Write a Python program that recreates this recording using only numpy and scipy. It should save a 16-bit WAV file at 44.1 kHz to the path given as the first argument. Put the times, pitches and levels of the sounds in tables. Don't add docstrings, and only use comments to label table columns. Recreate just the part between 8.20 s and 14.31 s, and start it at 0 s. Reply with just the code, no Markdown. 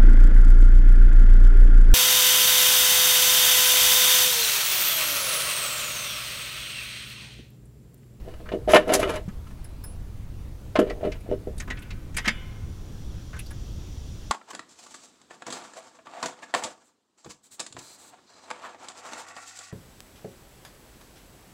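import sys
import numpy as np
from scipy import signal
from scipy.io import wavfile
from scipy.ndimage import uniform_filter1d, minimum_filter1d

SR = 44100
rng = np.random.default_rng(int(sys.argv[2]) if len(sys.argv) > 2 else 0)


def unload_audio(sound):
    columns = np.transpose(np.atleast_2d(sound))
    steps = np.round(np.clip(columns, -1, 1) * 32767)
    wavfile.write(sys.argv[1], SR, steps.astype(np.int16))


N = 269447


def gain_of(db):
    return 10 ** (np.asarray(db) / 20)


def unit_rms(x):
    return x / np.sqrt(np.mean(x ** 2) + 1e-20)


def add(mix, start_s, sound):
    part = mix[round(start_s * SR):][:len(sound)]
    part += sound[:len(part)]


def response(peaks):
    f = np.abs(np.fft.fftfreq(8192, 1 / SR))
    power = sum(gain_of(db) ** 2 / (1 + (2 * (f - hz) / width) ** 2) ** 2 for hz, width, db in peaks)
    radiated = f ** 2 / (f ** 2 + 160.0 ** 2) / (1 + (f / 11000.) ** 6)
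    log_gain = np.log(power * radiated + 1e-10) / 2
    minimum_phase = -signal.hilbert(log_gain).imag
    impulse = np.fft.ifft(np.exp(log_gain + 1j * minimum_phase)).real[:4096]
    return impulse / np.linalg.norm(impulse)


def contact(t60):
    t, chatter_s = np.arange(SR // 4) / SR, 0.14 * t60
    rise = 1 - np.exp(-t / (0.31 * chatter_s))
    return rise * gain_of(-60 * np.maximum(t - chatter_s, 0) / max(t60, .01))


def chatter(count, lumpy_db):
    lumps = unit_rms(uniform_filter1d(rng.standard_normal(count), size=60))
    return unit_rms(rng.standard_normal(count) * gain_of(lumpy_db * lumps))


def free_ring(modes, t60_share=1):
    out, t = np.zeros(SR), np.arange(SR) / SR
    for hz, db, t60 in modes:
        tone = np.sin(2 * np.pi * (hz * t + rng.random()))
        beating = 1 + .5 * np.sin(2 * np.pi * (rng.uniform(2.6, 32.6) * t + rng.random()))
        out += gain_of(db - 60 * t / (t60_share * t60)) * tone * beating
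    return out


# centre_hz, width_hz, relative_db
STEEL_NOSE = [(1030, 340, 5), (1223, 71, 3), (1362, 108, 9), (1793, 39, 6), (2220, 78, -5), (2400, 120, -9),
              (2930, 165, 2.5), (3800, 140, -12), (1980, 2780, -0.5)]
HOUSING_RING = [(622, 48, 0), (665, 50, -6), (748, 60, -16), (840, 200, -22)]
HOUSING_THUMP = [(227, 123, -4), (313, 55, 1), (394.7, 45, 1.5), (454, 35, 3.5), (483, 92, -1.5)]
COARSE_GRIT = [(5300, 120, -22.5), (6150, 680, 1), (7060, 510, 0), (5800, 17000, 0.5)]
FINE_GRIT = [(10100, 200, 6), (11320, 900, -3.5), (14000, 1000, -33), (10800, 3300, -11)]
FINE_GRIT_DB = -4.5


def wrench():
    parts = (STEEL_NOSE, HOUSING_RING, HOUSING_THUMP, COARSE_GRIT, FINE_GRIT)
    knock_power, blows = wrench_knocks()
    out = np.zeros(N)
    for peaks, power, blow in zip(parts, knock_power + wrench_slides(), blows):
        drive = np.sqrt(power) * chatter(count=N, lumpy_db=3.0) + blow
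        out += signal.oaconvolve(drive, response(peaks))[:N]
    return out


# start_s, nose_db, ring_db, thump_db, grit_db, t60_s
WRENCH_KNOCKS = [(.0764, -53.5, -33.5, -44.5, -72, 0.18), (.112, -54, -56, -49, -73, .08),
                 (0.136, -48.5, -45, -49, -70, 0.079), (.201, -55, -40, -49, -74, 0.091),
                 (.285, -40.5, -43, -44, -73, 0.11), (.316, -37.5, -25, -31.5, -71, 0.16),
                 (0.3362, -49, -24, -23, -64, 0.17), (0.4747, -36.5, -16.5, -24, -57, 0.19),
                 (0.489, -26.5, -24, -28, -39.5, 0.17), (.5054, -28.5, -23, -25, -32.5, 0.22),
                 (.5334, -9.5, 1.5, -18, -36, 0.04), (0.5402, -13, -10.5, -13, -27, 0.12),
                 (.5536, -13.5, -6, -14, -44, 0.17), (.563, -37, 0, -18.5, -35, 0.053),
                 (0.676, -42, -30, -33, -48.5, 0.1), (.6896, -28, -24, -34, -47, 0.12),
                 (.6994, -28, -14, -25, -51, 0.15), (.7184, -29, -12, -22, -35, 0.25),
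                 (.7347, -21.5, -22, -27, -19, 0.082), (0.748, -31, -18, -21, -23.5, 0.068),
                 (.764, -43, -19, -34, -48, 0.14), (.7915, -33, -17.5, -29, -34.5, 0.13),
                 (.812, -30.5, -21.5, -35, -48, 0.22), (.8284, -21, -27, -22, -45, 0.031),
                 (.8714, -39, -27, -35, -52, 0.22), (.8907, -28, -23.5, -27, -40, 0.11),
                 (.936, -38, -29, -34, -48, 0.1), (.956, -36.5, -23.5, -50, -41.5, 0.067),
                 (1.266, -52, -67, -66, -61.5, .1), (1.303, -56, -60, -66, -65, 0.12),
                 (2.554, -20.5, -12.5, -29.5, -60, .11), (2.589, -23.5, -12, -13.5, -37, 0.074),
                 (2.6131, -35, -28, -17.5, -62, .046), (2.626, -47, -31, -20, -70, 0.026),
                 (2.6659, -45, -36, -28.5, -75, 0.24), (2.705, -37, -24.5, -34, -71, 0.061),
                 (2.807, -52, -33, -37, -75, 0.21), (2.8288, -43, -21, -30, -70, 0.27),
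                 (2.8486, -37.5, -20, -24, -65, .12), (2.8709, -45, -28, -24, -73, 0.066),
                 (3.088, -55, -36, -30, -85, 0.35), (3.1125, -38, -17.5, -23, -75, 0.026),
                 (3.1219, -47, -28, -24.5, -77, 0.12), (3.146, -64, -52, -31.5, -79, 0.04),
                 (3.271, -59, -31.5, -26.5, -76, 0.094)]
T60_SHARES = [0.46, 0.32, 0.79, 0.69, 0.59]
# ring_s, thump_s
BLOW_SPREAD_S = [0.0068, 0.01]


def wrench_knocks():
    power, blows = np.zeros((2, 5, N))
    housing = slice(1, 3)
    push = np.hanning(60) / 30
    for start_s, nose_db, ring_db, thump_db, grit_db, t60 in WRENCH_KNOCKS:
        levels_db = (nose_db, ring_db, thump_db, grit_db, grit_db + FINE_GRIT_DB)
        for part, db, share in zip(power, levels_db, T60_SHARES):
            add(part, start_s, (gain_of(db) * contact(share * t60)) ** 2)
        for part, db, spread_s in zip(blows[housing], levels_db[housing], BLOW_SPREAD_S):
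            add(part, start_s, rng.choice([-1, 1]) * gain_of(db) * np.sqrt(spread_s * SR) * push)
    power[housing] *= .2
    return power, blows


# time_s, nose_db, ring_db
WRENCH_SLIDES = [
    [(.04, -65, -45.5), (.14, -67, -63), (.26, -82, -57.5), (.44, -75, -47.5)],
    [(.57, -30, -31), (.652, -51.5, -43), (.7, -35, -22)],
    [(.76, -49, -32.5), (.828, -32, -33), (.87, -42.5, -33), (.966, -37, -40.5), (1.04, -74, -55)],
    [(2.6, -48, -44), (2.766, -66, -45.5), (2.894, -58.5, -50), (2.98, -52.5, -58)],
    [(3.05, -59.5, -48), (3.174, -78, -56), (3.34, -81, -88)],
]


def wrench_slides():
    power = np.zeros((5, N))
    for stroke in WRENCH_SLIDES:
        time_s, nose_db, ring_db = np.transpose(stroke)
        thump_db, grit_db = ring_db + 1, nose_db - 19
        t = np.arange(time_s[0], time_s[-1], 1 / SR)
        fade = signal.windows.tukey(len(t), .1)
        for part, db in zip(power, (nose_db, ring_db, thump_db, grit_db, grit_db + FINE_GRIT_DB)):
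            add(part, time_s[0], (gain_of(np.interp(t, time_s, db)) * fade) ** 2)
    return power


# start_s, low_db, low_hz, bright_db, bright_hz
STEEL_CLINKS = [(0.2567, -45.5, 1300, -74, 5500), (1.0817, -48, 1330, -55.5, 6300),
                (1.4421, -56, 1690, -53, 9800), (1.636, -50, 1000, -51, 13500),
                (2.697, -38, 2010, -46, 4630), (2.9173, -39.5, 2380, -45.5, 4900),
                (3.004, -60, 2320, -59, 10800), (3.366, -59, 1400, -64, 10600),
                (3.378, -50, 3640, -44, 9300), (3.3985, -35.5, 1900, -37, 6300),
                (3.4162, -47, 1480, -56, 13300), (3.475, -39, 1080, -59, 6500),
                (3.501, -27, 1910, -44, 6100), (3.57, -42, 2370, -64, 4680),
                (3.588, -59, 2060, -52.5, 8500), (3.62, -46, 2680, -53, 11700),
                (3.704, -40.5, 2360, -44.5, 4100), (3.943, -46.5, 2180, -49, 6600),
                (3.9654, -29, 2130, -28.5, 9000), (3.9786, -26.5, 1850, -33, 5700),
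                (4.043, -32, 1800, -50, 6420), (4.054, -24.5, 2050, -39, 5700),
                (4.0764, -18.5, 2080, -24.5, 5060), (5.13, -41.5, 1470, -65, 4450),
                (5.142, -48, 1400, -69, 4450), (5.162, -44.5, 1550, -54, 6610),
                (5.1892, -40.5, 2570, -39, 10800), (5.259, -48, 4600, -56, 12000),
                (5.3052, -45.5, 1510, -48.5, 10500)]


def steel_clinks(t60=0.059):
    out = np.zeros(N)
    for start_s, low_db, low_hz, bright_db, bright_hz in STEEL_CLINKS:
        low = response([(low_hz, 600, 0), (1.1 * low_hz, 2500, -7)])
        bright = response([(bright_hz, 1200, 0), (bright_hz, 7000, -6)])
        for db, resonance, share in (low_db, low, 1), (bright_db, bright, .8):
            drive = chatter(count=SR // 4, lumpy_db=0.5) * contact(share * t60)
            add(out, start_s, gain_of(db) * signal.oaconvolve(drive, resonance))
    return out


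# pitch_hz, relative_db, t60_s
SOCKET_MODES = [(5220, -9.5, 0.13), (10030, -2, 0.29), (14080, -7, 0.079)]
# start_s, level_db, t60_share
SOCKET_PINGS = [(1.444, -41.5, 0.39), (1.64, -34, 0.72)]


def socket_pings():
    out = np.zeros(N)
    for start_s, db, t60_share in SOCKET_PINGS:
        add(out, start_s, gain_of(db) * free_ring(SOCKET_MODES, t60_share))
    return out


# pitch_hz, relative_db, t60_s
BAR_MODES = [(1034, -19, 2.5), (1351, -18, .9), (1459, -19, 1.0), (1556, -9, .4), (1787, -7, .35),
             (2067, -8, .7), (2137, -9, 1.2), (2186, 4, .14), (2293, -12, .7), (2476, -15, .8),
             (2640, -12, .5), (2929, -7, .65), (3009, -13, .8), (3219, -9, .6), (3478, -11, .65),
             (3644, -16, .8), (4860, 8, .1), (4995, 8, .1), (7424, -13, .25), (10130, -4, .18)]
PIN_MODES = [(13300, 0, .04), (13050, -4, .04)]
# start_s, level_db
BAR_BLOWS = [(3.969, -46), (4.078, -40.5)]
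PIN_RATTLES = [(3.367, -65), (3.43, -62), (3.44, -63), (3.475, -65), (3.992, -57), (4.012, -62),
               (4.03, -62), (4.052, -58), (4.065, -60)]


def bar_and_pin():
    out = np.zeros(N)
    for modes, strikes in (BAR_MODES, BAR_BLOWS), (PIN_MODES, PIN_RATTLES):
        for start_s, db in strikes:
            add(out, start_s, gain_of(db) * free_ring(modes))
    return out


# start_s, level_db, pitch_hz, t60_s
CHASSIS_THUDS = [(1.079, -21.5, 178, 0.067), (2.587, -13.5, 264, 0.065), (3.48, -33, 240, 0.067),
                 (3.508, -29, 246, 0.074), (4.075, -18.5, 226, 0.082), (5.162, -24, 120, 0.026)]


def chassis_thuds():
    out, t = np.zeros(N), np.arange(SR // 4) / SR
    for start_s, db, hz, t60 in CHASSIS_THUDS:
        add(out, start_s, gain_of(db - 60 * t / t60) * np.sin(2 * np.pi * hz * t))
    return out


# centre_hz, width_hz, relative_db
PANEL_BANDS = [(1460, 420, 11), (2260, 960, 9), (3020, 1300, -6), (990, 98, 4)]
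# start_s, level_db, t60_s
PANEL_BLOWS = [(3.502, -53, 1.7), (3.6, -63, 1.3), (3.977, -49.5, 0.41), (4.08, -47, 1.13)]


def chassis_panel():
    drive, t = np.zeros(N), np.arange(SR) / SR
    for start_s, db, t60 in PANEL_BLOWS:
        add(drive, start_s, gain_of(db - 60 * t / t60) * rng.standard_normal(SR))
    return signal.oaconvolve(drive, response(PANEL_BANDS))[:N]


def underside_reflections(near, t60=0.088):
    t = np.arange(SR // 4) / SR
    bounces = rng.choice([-1., 1.], len(t)) * (rng.random(len(t)) < .05)
    tail = bounces * gain_of(-60 * t / t60) * (t > .003)
    tail = signal.lfilter([1], [1, -.6], tail)
    return signal.oaconvolve(near, tail / np.linalg.norm(tail))[:N]


# frequency_hz, relative_db
AIR_SPECTRUM = [(13, -42.5), (22, 2.5), (115, -6.5), (178, -17), (204, -14), (241, -20), (284, -19),
                (396, -25), (480, -26.5), (614, -30), (832, -33), (928, -33.5), (2370, -40.5), (2790, -41),
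                (15800, -50)]
# time_s, boost_db
RUMBLE_SWELL = [(0, 2), (1.5, 2), (3, 3.5), (4, 4), (5, 4.5), (6.11, 3)]


def rumble_and_hiss(level_db=-36):
    frames, hz = N // 512 + 5, np.fft.rfftfreq(2048, 1 / SR)
    real, imag, patches = rng.standard_normal((frames, 1025, 3)).T
    patches = uniform_filter1d(patches, size=20, axis=0)
    patches_db = 1.4 * unit_rms(uniform_filter1d(patches, size=8, axis=1))
    curve_hz, curve_db = np.transpose(AIR_SPECTRUM)
    steady_db = np.interp(np.log(hz + 1), np.log(curve_hz + 1), curve_db)[:, None]
    boost_db = np.interp(np.arange(frames) * 512 / SR, *np.transpose(RUMBLE_SWELL))
    bass_db = boost_db / (1 + (hz[:, None] / 550.0) ** 2)
    spectra = (real + 1j * imag) * gain_of(steady_db + patches_db + bass_db)
    noise = signal.istft(spectra, nperseg=2048, noverlap=1536)[1][:N]
    return gain_of(level_db) * unit_rms(noise)


# centre_hz, width_hz, relative_db
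FAR_HISS_BANDS = [(2700, 190, 0), (3400, 840, 5), (4520, 600, -6), (5270, 300, -4), (5830, 610, 7),
                  (6960, 310, 4.5), (5000, 5100, 1)]


def far_hiss(full_db=-54, depth_db=29, start_s=3.42, rise_s=0.77):
    since_s = np.maximum(np.arange(N) / SR - start_s, 0)
    swell = gain_of(full_db - depth_db * np.exp(-since_s / rise_s))
    return swell * signal.oaconvolve(rng.standard_normal(N), response(FAR_HISS_BANDS))[:N]


def scene():
    near = wrench() + steel_clinks() + socket_pings() + bar_and_pin() + chassis_thuds() + chassis_panel()
    return (near + gain_of(-10) * underside_reflections(near) + rumble_and_hiss() + far_hiss())[None]


def record(dry):
    allowed_gain = np.minimum(1 / (np.abs(dry) + 1e-9), 1)
    held_gain = minimum_filter1d(allowed_gain, size=441, axis=1)
    limited = dry * uniform_filter1d(held_gain, size=221, axis=1)
    low_pass = signal.firwin(511, cutoff=15950, window=("kaiser", 9), fs=SR)
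    filtered = signal.oaconvolve(limited, low_pass[None], "same")
    return filtered / max(np.abs(filtered).max(), 1)


dry = scene()
out = record(dry)
unload_audio(out)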